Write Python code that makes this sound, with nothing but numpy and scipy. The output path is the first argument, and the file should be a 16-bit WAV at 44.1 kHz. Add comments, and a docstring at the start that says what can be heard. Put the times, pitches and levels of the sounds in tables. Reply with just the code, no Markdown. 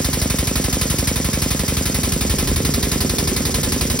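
"""An air-powered bottle jack pumps under a truck, about eleven strokes a second, slowing under the load.
Each stroke is a blast of exhaust air with a low thump, then the knock and tick of the returning piston
and the hiss of the cylinder refilling. The steel body rings, and low notes hum after each knock.
A few strokes open with a sharper spit, one hollow clunk comes late, and a low rumble swells beneath."""
import sys
import numpy as np
from scipy.fft import rfft, irfft
from scipy.io import wavfile

SR = 44100
rng = np.random.default_rng(int(sys.argv[2]) if len(sys.argv) > 2 else 0)


def wav_out(sig):
    """Save sig, one row per channel (or a flat mono array), as 16-bit PCM at SR to the path in sys.argv[1]."""
    wavfile.write(sys.argv[1], SR, np.round(np.clip(np.atleast_2d(sig).T, -1, 1) * 32767).astype(np.int16))


N = 176400
T, HZ = np.arange(N) / SR, np.arange(N // 2 + 1) * SR / N

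# how fast the jack pumps: (time [s], speed [strokes/s])
PUMP_SPEED = [(0, 11.772), (.4, 11.744), (1.0, 11.552), (1.4, 11.516), (1.95, 11.307), (2.35, 11.375),
              (3.0, 11.178), (4.0, 11.181)]
# the tone of each background noise: (frequency [Hz], relative level [dB])
RUMBLE_COLOUR = [(20, -24), (42, -9), (78, 0), (125, -5), (260, -1), (330, -7), (400, -6), (550, -13),
                 (750, -21), (1500, -23), (3000, -22), (8000, -24), (15000, -39)]
SWELL_COLOUR = [(20, -28), (34, -8), (45, -1), (62, -4), (82, 2), (105, -5), (150, -15), (400, -40),
                (2000, -70)]
DRONE_COLOUR = [(90, -30), (132, -12), (148, 5.5), (172, -5), (210, -4.5), (270, -4), (325, -11), (385, -3),
                (450, -8), (560, -19), (800, -34), (3000, -60)]
# how loud each one is: (time [s], level [dB])
RUMBLE_LEVEL = [(0, -31), (1.8, -31), (2.5, -29.5), (4, -31.5)]
SWELL_LEVEL = [(0, -45), (2.0, -42), (2.3, -28.5), (2.52, -24), (2.7, -32), (3.3, -35), (4, -34)]
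DRONE_LEVEL = [(0, -42), (1.5, -38), (2.2, -31), (2.6, -28.5), (3.3, -27.7), (4, -27.3)]
# the piston's blows weaken as the microphone moves away: (time [s], level change [dB])
BLOW_LEVEL = [(0, 1), (1.0, .5), (2.0, -.2), (3.0, -1.2), (4.0, -2.4)]
# the notes of each struck part: (frequency [Hz], level [dB], time to fade by 60 dB [s])
STEEL_NOTES = [(1060, -41, .08), (1130, -41, .09), (1270, -40, .1), (1400, -44, .1), (1510, -40.5, .18),
               (1722, -40.5, .15), (1900, -39.5, .13), (2045, -36, .07), (2450, -38, .07), (2990, -41, .08),
               (3250, -37.5, .13), (3640, -36, .07), (4460, -36, .06), (4922, -39, .14)]
VALVE_NOTES = [(7450, -22, .025), (7800, -25, .025), (8900, -32, .02)]
CYLINDER_NOTES = [(515, -25.5, .05), (638, -34, .06)]
# low, humming notes that follow each knock: (frequency [Hz], level [dB], time to fade by 60 dB [s])
LOW_NOTES = [(80, -24.5, .24), (147, -26.5, .28), (207, -26.5, .22), (236, -29, .24), (261, -27.5, .18),
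             (358, -36, .14), (396, -35.5, .1)]
# the tone of each puff of air: (frequency [Hz], relative level [dB])
RATTLE_COLOUR = [(400, 2), (900, 0), (2000, 0), (3500, -5), (5500, -2), (7500, 0), (10000, -7),
                 (15000, -12)]
REFILL_COLOUR = [(700, -13), (2000, -12), (4000, -10), (5200, -.5), (7500, 0), (9500, -10), (10700, -10),
                 (11800, -5), (14000, -14), (15500, -14)]
BLAST_COLOUR = [(200, 2), (500, 4), (750, -4), (1050, -3), (1600, -6), (2100, -1), (3000, -4.5), (4700, 2),
                (6800, -3), (8500, -1.5), (10500, 1.5), (15500, -3.5)]
EDGE_COLOUR = [(2500, -30), (3600, -6), (4400, 0), (5500, -2), (6500, -20), (10000, -40)]
EXHAUST_COLOUR = [(200, 0), (700, -5), (850, -1.5), (1100, -2.7), (1600, -4.3), (2100, -.7), (2950, -1.5),
                  (3430, -3), (3650, 0), (4100, -2.5), (5400, .5), (6600, 0), (7800, 1.5), (9700, -1.2),
                  (12500, -3), (15500, -4.5)]
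# the blast's bright edge, strongest with the microphone swung aside: (time [s], level change [dB])
EDGE_LEVEL = [(0, -3), (1.2, -8), (2.5, -6), (3.0, 0), (3.3, 1), (4, -4)]
# sharper spits of air: (time [s], level [dB])
SPITS = [(.3855, -19), (.8975, -17.5), (1.8560, -21), (2.0320, -17), (2.1210, -17.5), (2.6485, -20),
         (3.0050, -18), (3.8085, -19.5)]
# echoes off the pavement and the truck's underside: (delay [s], gain [ratio])
ECHOES = [(.00163, .16), (.00305, .11), (.00388, .12), (.00583, .11)]
# how wide noise spreads between left and right: (frequency [Hz], sides against middle [dB])
STEREO_WIDTH = [(60, -24), (200, -15), (600, -3), (1100, -9), (1900, -13), (2700, -5), (4500, -5),
                (6500, -13), (7400, -15), (10000, -10), (13500, -14), (15500, -10)]
# how left and right differ in level: (frequency [Hz], left minus right [dB])
STEREO_BALANCE = [(60, -.3), (110, -.6), (200, -2), (380, -3.3), (700, -5), (1300, -.5), (4400, -.6),
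                  (8000, 0)]
# how far the left wave runs ahead of the right: (frequency [Hz], phase lead [rad])
STEREO_PHASE = [(0, 0), (2100, 0), (2800, 1.3), (4400, 1), (5000, .1), (5700, .9), (6500, 2.75),
                (7200, 3.14), (8100, 3.5), (9800, 6.15), (11100, 6.35), (12700, 9.1), (14200, 9.7),
                (15500, 12), (16500, 13.5)]


def from_db(db):
    """Turn decibels into a gain to multiply by."""
    return 10 ** (np.asarray(db) / 20)


def gain_curve(points):
    """Gain at every frequency from (frequency [Hz], level [dB]) points."""
    hz, db = np.transpose(points)
    return from_db(np.interp(np.log(HZ + 1), np.log(hz), db))


def level(points):
    """Gain at every moment from (time [s], level [dB]) points."""
    return from_db(np.interp(T, *np.transpose(points)))


def noise(colour):
    """Stereo noise with the given tone, partly different in each ear."""
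    middle, side = rfft(rng.standard_normal((2, N)))
    width = gain_curve(STEREO_WIDTH)
    left_right = (middle + side * width * [[1], [-1]]) / np.sqrt(1 + width ** 2)
    sound = irfft(left_right * gain_curve(colour), N)
    return sound / sound.std()


def pulse(age, rise_s, decay_s):
    """The loudness of one hit: a rounded rise, then a fade."""
    age = np.maximum(age, 0)
    return (1 - np.exp(-(age / rise_s) ** 2)) * np.exp(-age / decay_s)


def stroke_times(first_full_s=.0437, jitter_s=.0003):
    """Slightly uneven stroke starts. The pump is already running, so we first hear the piston return."""
    when, speed = np.transpose(PUMP_SPEED)
    times = [first_full_s - 1 / speed[0]]
    while times[-1] < N / SR:
        times.append(times[-1] + 1 / np.interp(times[-1], when, speed))
    return np.array(times) + jitter_s * rng.standard_normal(len(times))


def play(times, shape, spread_db=.5, length_s=.25):
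    """Play shape(age) at each time, a little louder or softer at random."""
    out = np.zeros(N)
    for start, luck in zip(times, rng.standard_normal(len(times))):
        span = slice(*np.searchsorted(T, [start, start + length_s]))
        out[span] += from_db(spread_db * luck) * shape(T[span] - start)
    return out


def puff(times, colour, db, rise_s, hold_s, decay_s):
    """Rushing air: bursts of noise that rise, hold and fade."""
    def shape(age):
        return np.minimum(age / rise_s, 1) * np.exp(-np.maximum(age - rise_s - hold_s, 0) / decay_s)
    return from_db(db) * play(times, shape) * noise(colour)


def blow(times, db, start_hz, end_hz, fall_s, rise_s, decay_s):
    """Dull piston blows whose pitch drops as they die away."""
    def shape(age):
        cycles = end_hz * age + (start_hz - end_hz) * fall_s * (1 - np.exp(-age / fall_s))
        detune = 1 + .015 * rng.uniform(-1, 1)
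        return np.sin(2 * np.pi * cycles * detune) * pulse(age, rise_s, decay_s)
    return level(BLOW_LEVEL) * from_db(db) * play(times, shape)


def ring(times, notes, spread_db):
    """Notes that ring and fade, each with a new strength at every hit."""
    out = np.zeros(N)
    for hz, db, fade_s in notes:
        out += play(times, lambda t: from_db(db - 60 * t / fade_s) * np.sin(2 * np.pi * hz * t), spread_db)
    return out


def background():
    """A low rumble, with a deeper swell and a boxy drone that grow in the second half."""
    rumble = level(RUMBLE_LEVEL) * noise(RUMBLE_COLOUR)
    swell = level(SWELL_LEVEL) * noise(SWELL_COLOUR)
    drone = level(DRONE_LEVEL) * noise(DRONE_COLOUR)
    return rumble + swell + drone


def air_rattle(strokes):
    """A faint, sudden puff of air as the piston returns."""
    return puff(strokes + .0415, RATTLE_COLOUR, db=-31.5, rise_s=.001, hold_s=.002, decay_s=.016)


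def piston_knock(strokes, echo_s=.0107, echo_db=-13):
    """The returning piston knocks, and the sound bounces back off the truck."""
    knock = blow(strokes + .04276, db=-10.1, start_hz=652, end_hz=78,
                 fall_s=.00345, rise_s=.0018, decay_s=.0066)
    return knock + from_db(echo_db) * np.interp(T - echo_s, T, knock, left=0)


def metal_ring(strokes, push_s=.002, return_s=.044, spread_db=2.5):
    """The piston strikes the steel body at both ends of its travel; the valve ticks on the return."""
    push = ring(strokes + push_s, STEEL_NOTES, spread_db)
    back = from_db(-5) * ring(strokes + return_s, STEEL_NOTES, spread_db)
    tick = ring(strokes + return_s, VALVE_NOTES, spread_db)
    return push + back + tick


def hollow_ring(strokes):
    """The returning piston rings the hollow cylinder, and low notes hum after each knock."""
    cylinder = ring(strokes + .0447, CYLINDER_NOTES, spread_db=.5)
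    hum = ring(strokes + .0482, LOW_NOTES, spread_db=.5)
    return cylinder + hum


def refill(strokes):
    """Air hisses back into the cylinder."""
    return puff(strokes + .049, REFILL_COLOUR, db=-26, rise_s=.009, hold_s=.018, decay_s=.012)


def exhaust(strokes):
    """Used air escapes: a short blast with a bright edge, then a longer hiss."""
    blast = puff(strokes - .0013, BLAST_COLOUR, db=-18.4, rise_s=.0042, hold_s=.0012, decay_s=.0065)
    edge = puff(strokes + .0004, EDGE_COLOUR, db=-22.5, rise_s=.002, hold_s=.003, decay_s=.006)
    hiss = puff(strokes + .0005, EXHAUST_COLOUR, db=-21.8, rise_s=.005, hold_s=.013, decay_s=.031)
    return blast + level(EDGE_LEVEL) * edge + hiss


def piston_thump(strokes):
    """The piston's low thump as a stroke begins; its wave swings the opposite way to the knock's."""
    return -blow(strokes + .0038, db=-8.2, start_hz=535, end_hz=57.5,
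                 fall_s=.00325, rise_s=.0048, decay_s=.0155)


def spits():
    """Now and then the exhaust opens with a sharper spit."""
    loudness = sum(from_db(db) * pulse(T - start, rise_s=.0015, decay_s=.0035) for start, db in SPITS)
    return loudness * noise(BLAST_COLOUR)


def clunk(start_s=3.3235, db=-5.5, hz=370):
    """One short, hollow clunk."""
    age = T - start_s
    return from_db(db) * pulse(age, rise_s=.004, decay_s=.005) * np.sin(2 * np.pi * hz * age)


def sputter(spread_db=.8, changes_per_s=160):
    """The air flows unevenly, so its loudness flickers."""
    times = np.arange(0, N / SR, 1 / changes_per_s)
    return from_db(spread_db * np.interp(T, times, rng.standard_normal(len(times))))


def under_truck(sound, tail_db=-6.3, fade_s=.22, dull_above_hz=4000):
    """Close echoes and a short, dull tail of sound under the truck make the hiss hollow."""
    tail = rng.standard_normal(N) * from_db(-60 * T / fade_s) * (T > ECHOES[0][0])
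    space = from_db(tail_db) * rfft(tail / np.linalg.norm(tail)) / np.sqrt(1 + (HZ / dull_above_hz) ** 2)
    echoes = sum(gain * np.exp(-2j * np.pi * HZ * delay) for delay, gain in ECHOES)
    return irfft(rfft(sound) * (1 + echoes + space), N)


def scene():
    """The pump's air, blows and ringing over the rumble."""
    strokes = stroke_times()  # in seconds; each sound adds its own offset
    air = air_rattle(strokes) + refill(strokes) + exhaust(strokes) + spits()
    blows = piston_knock(strokes) + piston_thump(strokes) + clunk()
    ringing = metal_ring(strokes) + hollow_ring(strokes)
    return background() + under_truck(air * sputter()) + blows + ringing


def record(dry, low_cut_hz=32, high_cut_hz=15800):
    """Left and right differ in level and phase, widening the hiss; deep bass and top treble are cut."""
    lean = np.sqrt(gain_curve(STEREO_BALANCE))
    lead = np.interp(HZ, *np.transpose(STEREO_PHASE))
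    left_right = np.array([lean, np.exp(-1j * lead) / lean])
    bass_cut = 1 / np.sqrt(1 + (low_cut_hz / (HZ + 1)) ** 10)
    treble_cut = 1 / np.sqrt(1 + (HZ / high_cut_hz) ** 600)
    return irfft(rfft(dry) * left_right * bass_cut * treble_cut, N)


dry = scene()
out = record(dry)
wav_out(out)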